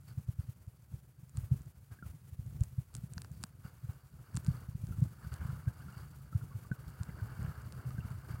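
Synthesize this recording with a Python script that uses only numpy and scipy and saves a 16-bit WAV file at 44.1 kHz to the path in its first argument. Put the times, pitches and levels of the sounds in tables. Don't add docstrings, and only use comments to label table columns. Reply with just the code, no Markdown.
import sys
import numpy as np
from scipy import signal
from scipy.fft import rfft, irfft
from scipy.io import wavfile
from scipy.ndimage import uniform_filter1d

SR = 44100
rng = np.random.default_rng(int(sys.argv[2]) if len(sys.argv) > 2 else 0)


def digitize_waveform(pressure):
    field = np.atleast_2d(pressure).T
    bounded = np.clip(field, -1, 1)
    quanta = np.round(bounded * 32767).astype(np.int16)
    wavfile.write(sys.argv[1], SR, quanta)


N = 370440
TIME = np.arange(N) / SR
BIN_HZ = np.arange(N // 2 + 1) * SR / N

# pitch_hz, level_db, t60_s
CASE_MODES = [
    [(1120, -25, 0.005), (1590, -12.5, 0.0059)],
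    [(2750, -24, 0.0065), (4780, -12.5, 0.0039), (5600, -13, 0.0027)],
    [(7270, -5.5, 0.0048), (8080, 0.5, 0.0025), (8930, -2.5, 0.0016), (10200, -30, 0.0019)],
]


def from_db(db):
    return 10 ** (np.asarray(db) / 20)


def power_sum_db(db, *amplitudes):
    return 10 * np.log10(from_db(db) ** 2 + sum(amplitude ** 2 for amplitude in amplitudes))


def unit_rms(x):
    return x / np.sqrt(np.mean(x ** 2) + 1e-20)


def envelope(x, span_s):
    size = max(int(span_s * SR), 1)
    return np.sqrt(np.abs(uniform_filter1d(uniform_filter1d(x ** 2, size), size)) + 1e-18)


def lag(x, time_constant_s):
    fade = np.exp(-1 / (time_constant_s * SR))
    return signal.lfilter([1 - fade], [1, -fade], x)


def curve(rows):
    return np.interp(TIME, *np.transpose(rows))


def coloured(x, spectrum):
    hz, db = np.transpose(spectrum)
    gain = from_db(np.interp(np.log(np.maximum(BIN_HZ, 1)), np.log(hz), db))
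    return unit_rms(irfft(rfft(x) * gain, N))


def drift(rate_hz):
    return unit_rms(irfft(rfft(rng.standard_normal(N)) / (1 + (BIN_HZ / rate_hz) ** 2), N))


def ring(force, hz, t60_s):
    decay = np.exp(-np.log(1000) / (t60_s * SR))
    step = 2 * np.pi * hz / SR
    return signal.lfilter([0, np.sin(step)], [1, -2 * decay * np.cos(step), decay ** 2], force + 1e-18)


def add(out, start_s, sound):
    at = max(int(round(start_s * SR)), 0)
    out[at:at + len(sound)] += sound[:N - at]


def fizz(sound, knee_db=-43.0, exponent=0.47, ceiling_db=-64.0, flutter_db=2.0):
    # frequency_hz, gain_db
    spectrum = [(30, -1), (300, 9.5), (1000, 4.5), (2500, 0.5), (3600, -3), (4700, -4), (6000, -1.5),
                (7500, 0), (9000, .5), (10200, 2), (12000, 1), (16000, 2)]
    loudness = lag(envelope(sound, span_s=0.0023), time_constant_s=0.011) / from_db(knee_db)
    opening = (loudness / np.sqrt(1 + loudness ** 2)) ** exponent
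    hiss = coloured(rng.standard_normal(N), spectrum)
    return hiss * opening * from_db(ceiling_db + flutter_db * drift(rate_hz=30))


def sand(taps_per_s=7, spread_db=3.5, weakest_db=-65.5):
    sizes = from_db(weakest_db + spread_db * np.minimum(rng.exponential(1, N), 3))
    sizes *= rng.choice([-1, 1], N)
    taps = sizes * (rng.random(N) < taps_per_s / SR)
    return sum(ring(taps, hz, t60_s) * from_db(db) for hz, db, t60_s in CASE_MODES[-1])


def stir(lively_db=-60, lift_db=1.0, unrest_db=1.5):
    # time_s, level_db
    liveliness = [(0, -78.5), (1.15, -84), (1.5, -75.5), (1.75, -80.5), (2.5, -81), (3.5, -77.5),
                  (3.8, -71), (4.12, -74.5), (4.55, -65), (4.8, -76), (5.15, -70), (5.5, -60), (5.75, -68),
                  (6.0, -64), (6.2, -72.5), (6.9, -65), (7.42, -61), (8.2, -64), (8.4, -63.5)]
    return curve(liveliness) + lift_db + unrest_db * drift(rate_hz=10.4) - lively_db


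def swish(stir_db, gush, lively_db=-71, stir_share=0.66, flutter_db=3.0):
    # frequency_hz, gain_db
    spectrum = [(1000, -9.5), (3600, -14.5), (4100, -13), (4550, -1.5), (5000, -8), (5800, -16),
                (8000, -12.5), (14000, -12.5)]
    level_db = power_sum_db(lively_db + stir_share * stir_db, gush)
    hiss = coloured(rng.standard_normal(N), spectrum)
    return hiss * from_db(level_db + flutter_db * drift(rate_hz=130))


def churn(gush, push, gush_db=-9.0, push_db=-40, flutter_db=3.5):
    # time_s, level_db
    strength = [(0, -91), (.35, -86), (.7, -80), (1.8, -83), (2.1, -83.5), (2.8, -89), (3.15, -71.5),
                (3.8, -76.5), (4.1, -80.5), (4.47, -65.5), (4.95, -79), (5.43, -72.5), (6.3, -74),
                (7.15, -66.5), (7.88, -64.5), (8.15, -70), (8.4, -64.5)]
    # frequency_hz, gain_db
    spectrum = [(40, -29), (200, 9.5), (350, 6), (550, 2), (800, -3.5), (1100, -9), (1500, -6.5),
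                (2300, -22.5), (3200, -34), (8000, -46)]
    level_db = power_sum_db(curve(strength), from_db(gush_db) * gush, from_db(push_db) * push)
    rush = coloured(rng.standard_normal(N), spectrum)
    return rush * from_db(level_db + flutter_db * drift(rate_hz=35))


def wash(stir_db, gush, lively_db=-60, stir_share=1.166, bubbles_per_s=900, t60_cycles=30):
    # frequency_hz, gain_db
    spectrum = [(40, -40), (300, -6), (750, -2.5), (1000, -1.5), (1250, 2), (1460, 3), (1650, -1.5),
                (1900, -12), (2300, -10), (2500, -26.5), (2800, -10.5), (3500, -30), (6000, -30.5),
                (9000, -38)]
    spread_db, flutter_db = 3.0, 1.5
    sizes = from_db(spread_db * np.minimum(rng.exponential(1, N), 4)) * rng.choice([-1, 1], N)
    births = sizes * (rng.random(N) < bubbles_per_s / SR)
    pitches_hz = np.geomspace(900, 3200, num=30)
    pitch_index = rng.integers(0, len(pitches_hz), N)
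    cloud = sum(ring(births * (pitch_index == k), hz, t60_cycles / hz) * hz
                for k, hz in enumerate(pitches_hz))
    water = coloured(cloud, spectrum) + coloured(rng.standard_normal(N), spectrum)
    level_db = power_sum_db(lively_db + stir_share * stir_db, gush)
    return unit_rms(water) * from_db(level_db + flutter_db * drift(rate_hz=42))


def bubbles(kick_db=5.5, rise_cycles=1.9, t60_cycles=74):
    # start_s, level_db, pitch_hz, slide_fraction
    plinks = [(1.988, -51.5, 1630, -0.054), (2.025, -42.5, 1430, -0.19), (4.923, -49, 1380, -.08),
              (5.248, -50.5, 1490, 0.043), (5.678, -48, 1610, -0.051), (5.823, -50.5, 1580, -.07),
              (5.883, -46, 1380, .03), (6.327, -45, 1306, 0.08), (6.411, -50, 1400, 0.05),
              (6.513, -53.5, 1120, 0.0074), (6.648, -51.5, 1154, .05), (6.715, -34, 1530, -0.069),
              (7.003, -59, 1350, .1), (7.093, -52, 2020, .01), (7.197, -46.5, 1535, -.1),
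              (7.905, -48.5, 1210, .1), (7.981, -43.5, 1574, -.08), (8.006, -50.5, 2750, -0.00014)]
    out, t = np.zeros(N), np.arange(SR // 6) / SR
    kick = from_db(kick_db) * ring(1.0 * (t == 0), hz=175, t60_s=0.024)
    for start_s, level_db, pitch_hz, slide in plinks:
        t60_s = t60_cycles / pitch_hz
        hz = pitch_hz * (1 + slide * np.minimum(t / t60_s, 1))
        rise = 1 - np.exp(-t * pitch_hz / rise_cycles)
        decay = np.exp(-np.log(1000) * t / t60_s)
        tone = rise * decay * np.sin(2 * np.pi * np.cumsum(hz) / SR)
        add(out, start_s, from_db(level_db) * (kick + tone))
    return out


def ticks(crunch_s=0.001, band_hz=(880, 11500)):
    # start_s, level_db, bright_db (high modes over the rest), middle_db (middle modes over low)
    slips = [(1.295, -58.5, 7, 0), (1.3720, -45.5, 14, -12), (2.6080, -49, 11, -9),
             (2.6364, -48.5, 15.5, -16), (2.9416, -50, 4, -8), (2.9511, -40, 10, -13), (2.9665, -47, 5, 0),
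             (3.1358, -47.5, 11, -8), (3.1802, -44, -37, 2.5), (3.2188, -38.5, -2, 13),
             (3.247, -50, -33, -5), (3.4302, -47.5, 6, 0), (3.4383, -26.5, -6.5, 0),
             (4.3446, -45.5, -17, -6), (4.355, -47, 5, -1), (4.3656, -43.5, 13, -8),
             (4.3707, -29.5, -8.5, -1), (4.4475, -48.5, 10, 0), (4.4646, -47, -8, 20), (4.4706, -48, 2, 4),
             (4.8696, -48, -7, 0), (5.0397, -51, -5, 5), (5.3404, -45, 6, 7), (6.113, -60, -13, 18),
             (7.0332, -39, -7, -1), (7.4294, -53, 3, -7), (7.7238, -42.5, -10, 5), (7.907, -50, -26, -8),
             (8.1055, -51, -3, -8)]
    out, t = np.zeros(N), np.arange(SR // 50) / SR
    for start_s, level_db, bright_db, middle_db in slips:
        crunch = 0.09 * rng.standard_normal(len(t)) * np.exp(-t / crunch_s)
        force = (t == 0) + crunch
        groups = [sum(ring(force, hz, t60_s) * from_db(db) for hz, db, t60_s in modes)
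                  for modes in CASE_MODES]
        group_db = np.array([-bright_db - middle_db, -bright_db + middle_db, bright_db]) / 2
        add(out, start_s, from_db(level_db) * (from_db(group_db) @ np.array(groups)))
    return signal.sosfilt(signal.butter(3, band_hz, "band", fs=SR, output="sos"), out + 1e-18)


def gushes(attack_s=0.015, hold_share=0.083):
    # peak_s, length_s, rumble_db, wash_db, swish_db
    surges = [(0.082, 0.079, -53, -68, -66), (0.396, 0.096, -51, -72, -71.5), (0.924, .1, -45, -81, -91),
              (1.349, 0.085, -43, -70, -72), (1.584, 0.079, -48.5, -74, -79),
              (1.917, 0.069, -46.5, -67, -71), (2.055, 0.098, -44.5, -71, -84), (2.46, 0.18, -44, -80, -90),
              (2.938, 0.095, -48.5, -71, -70), (3.337, 0.085, -64, -85, -70.5),
              (3.651, 0.079, -66, -60.5, -66), (3.894, 0.084, -49, -67, -85),
              (4.191, 0.05, -47.5, -71, -83), (4.466, 0.2, -42.5, -65, -66), (5.226, 0.13, -43.5, -65, -70),
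              (5.326, 0.074, -49, -60, -64), (5.41, 0.23, -39.5, -60.5, -82), (5.76, .12, -54, -69.5, -73),
              (5.974, .09, -49, -59, -65.5), (6.414, 0.039, -41.5, -73, -84), (6.886, 0.019, -44, -85, -64),
              (7.417, 0.11, -48, -57, -70), (8.29, 0.11, -45, -56.5, -66)]
    out = np.zeros((3, N))
    for peak_s, length_s, *levels_db in surges:
        shape = np.interp(TIME - peak_s, [-attack_s, 0, hold_share * length_s, length_s], [0, 1, 1, 0])
        out += np.outer(from_db(levels_db), shape)
    return out


def bumps(sag=0.092, skew=0.2):
    # peak_s, level_db, pitch_hz, width_s (at half height)
    pushes = [(0.184, -27.5, 110, 0.014), (0.293, -25.5, 115, 0.012), (0.396, -26.5, 102.5, .011),
              (0.492, -33, 104.4, 0.0095), (0.681, -37, 109, 0.011), (0.922, -48, 130, 0.0085),
              (0.943, -38.5, 95.8, 0.0059), (1.236, -41.5, 128, 0.009), (1.364, -41, 135.2, .015),
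              (1.384, -26.5, 98.6, 0.0098), (1.44, -33, 99.4, .016), (1.522, -17.5, 122.5, 0.012),
              (1.534, -32.5, 88.8, 0.015), (2.066, -35, 118.2, 0.01), (2.332, -38.5, 89.4, 0.016),
              (2.396, -30, 110, 0.0085), (2.616, -18, 89.2, 0.0096), (2.788, -24.5, 119.1, 0.011),
              (2.957, -39, 129.4, 0.0036), (3.041, -32, 146.3, 0.0084), (3.173, -29.5, 115.7, 0.0073),
              (3.316, -37.5, 130.5, 0.0088), (3.443, -36, 164.7, 0.0059), (3.654, -35, 134.7, 0.0061),
              (3.847, -35.5, 123, 0.016), (3.896, -29, 105, 0.011), (4.353, -24.5, 120.7, 0.0099),
              (4.377, -28, 130.6, 0.0042), (4.488, -19, 140.7, 0.011), (4.509, -26.5, 81.6, 0.0068),
              (4.691, -31, 109, .007), (4.755, -27.5, 116.2, 0.0063), (4.842, -28, 115, 0.0083),
              (4.911, -29.5, 114.7, 0.0058), (4.987, -26.5, 113.4, .007), (5.027, -17, 123.8, 0.0093),
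              (5.344, -33.5, 110.3, 0.017), (5.498, -32, 122.4, 0.017), (5.68, -22.5, 108.7, 0.014),
              (6.358, -20, 109.5, .013), (6.559, -33, 105.5, 0.022), (6.718, -28.5, 144, 0.0087),
              (7.013, -26, 106.6, 0.0092), (7.093, -31.5, 132.3, 0.0095), (7.227, -28, 96.7, 0.013),
              (7.323, -36, 100.7, .008), (7.394, -32, 118, 0.0057), (7.45, -28.5, 123.5, .01),
              (7.482, -36, 103, 0.0099), (7.869, -32, 128.3, 0.021), (7.989, -28.5, 121.5, 0.0088),
              (8.113, -32, 125.9, 0.0085), (8.31, -29.5, 102.8, 0.0096)]
    out, t = np.zeros(N), np.arange(-SR // 16, SR // 16) / SR
    for peak_s, level_db, pitch_hz, width_s in pushes:
        age = t / width_s
        stretch = 1 + skew * np.tanh(2 * age)
        swell = 2 ** -((2 * age / stretch) ** 2)
        hz = pitch_hz * (1 - sag * np.tanh(age))
        phase = 2 * np.pi * np.cumsum(hz) / SR + rng.uniform(0, 2 * np.pi)
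        add(out, peak_s + t[0], from_db(level_db) * swell * np.sin(phase))
    return out


def rumble(gush, push, lift_db=0.5, wake_db=-11, wake_s=0.013, evenness=0.94, lumps_db=4.5):
    # time_s, level_db
    flow = [(0, -56), (.45, -56), (.6, -62), (1.14, -65), (1.42, -50), (1.8, -63), (2.1, -57), (2.55, -55),
            (2.87, -61), (3.1, -52.5), (3.5, -56.5), (3.8, -59.5), (4.03, -67.5), (4.15, -61), (4.5, -52),
            (5.0, -47), (5.15, -51.5), (5.5, -54), (6.1, -51), (6.93, -55.5), (7.2, -49), (7.65, -52),
            (7.98, -44.5), (8.4, -48.5)]
    # frequency_hz, gain_db
    spectrum = [(20, -38), (30, -59), (48, -9), (65, 3), (100, 0.5), (132, 4.5), (165, -5.5), (210, -15.5),
                (300, -27), (500, -36.5), (1000, -42), (2500, -55)]
    wake = from_db(wake_db) * lag(push, wake_s)
    level_db = power_sum_db(curve(flow) + lift_db, gush, wake)
    eddies = coloured(rng.standard_normal(N), spectrum)
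    eddies = unit_rms(eddies / envelope(eddies, span_s=0.048) ** evenness)
    return eddies * from_db(level_db + lumps_db * drift(rate_hz=23.5))


def scene():
    stir_db = stir()
    gush_rumble, gush_wash, gush_swish = gushes()
    knocks = bumps()
    push = envelope(knocks, span_s=0.02)
    shaking = rumble(gush_rumble, push) + knocks
    water = wash(stir_db, gush_wash) + swish(stir_db, gush_swish) + churn(gush_wash, push)
    sound = shaking + water + bubbles() + ticks() + sand()
    return (sound + fizz(sound))[None]


def record(dry, low_cut_hz=43, high_cut_hz=15900):
    high_pass = np.sqrt(1 - 1 / (1 + (BIN_HZ / low_cut_hz) ** 8))
    thinned = irfft(rfft(dry) * high_pass, N)
    return signal.sosfilt(signal.ellip(12, 0.1, 70, high_cut_hz, fs=SR, output="sos"), thinned)


dry = scene()
out = record(dry)
digitize_waveform(out)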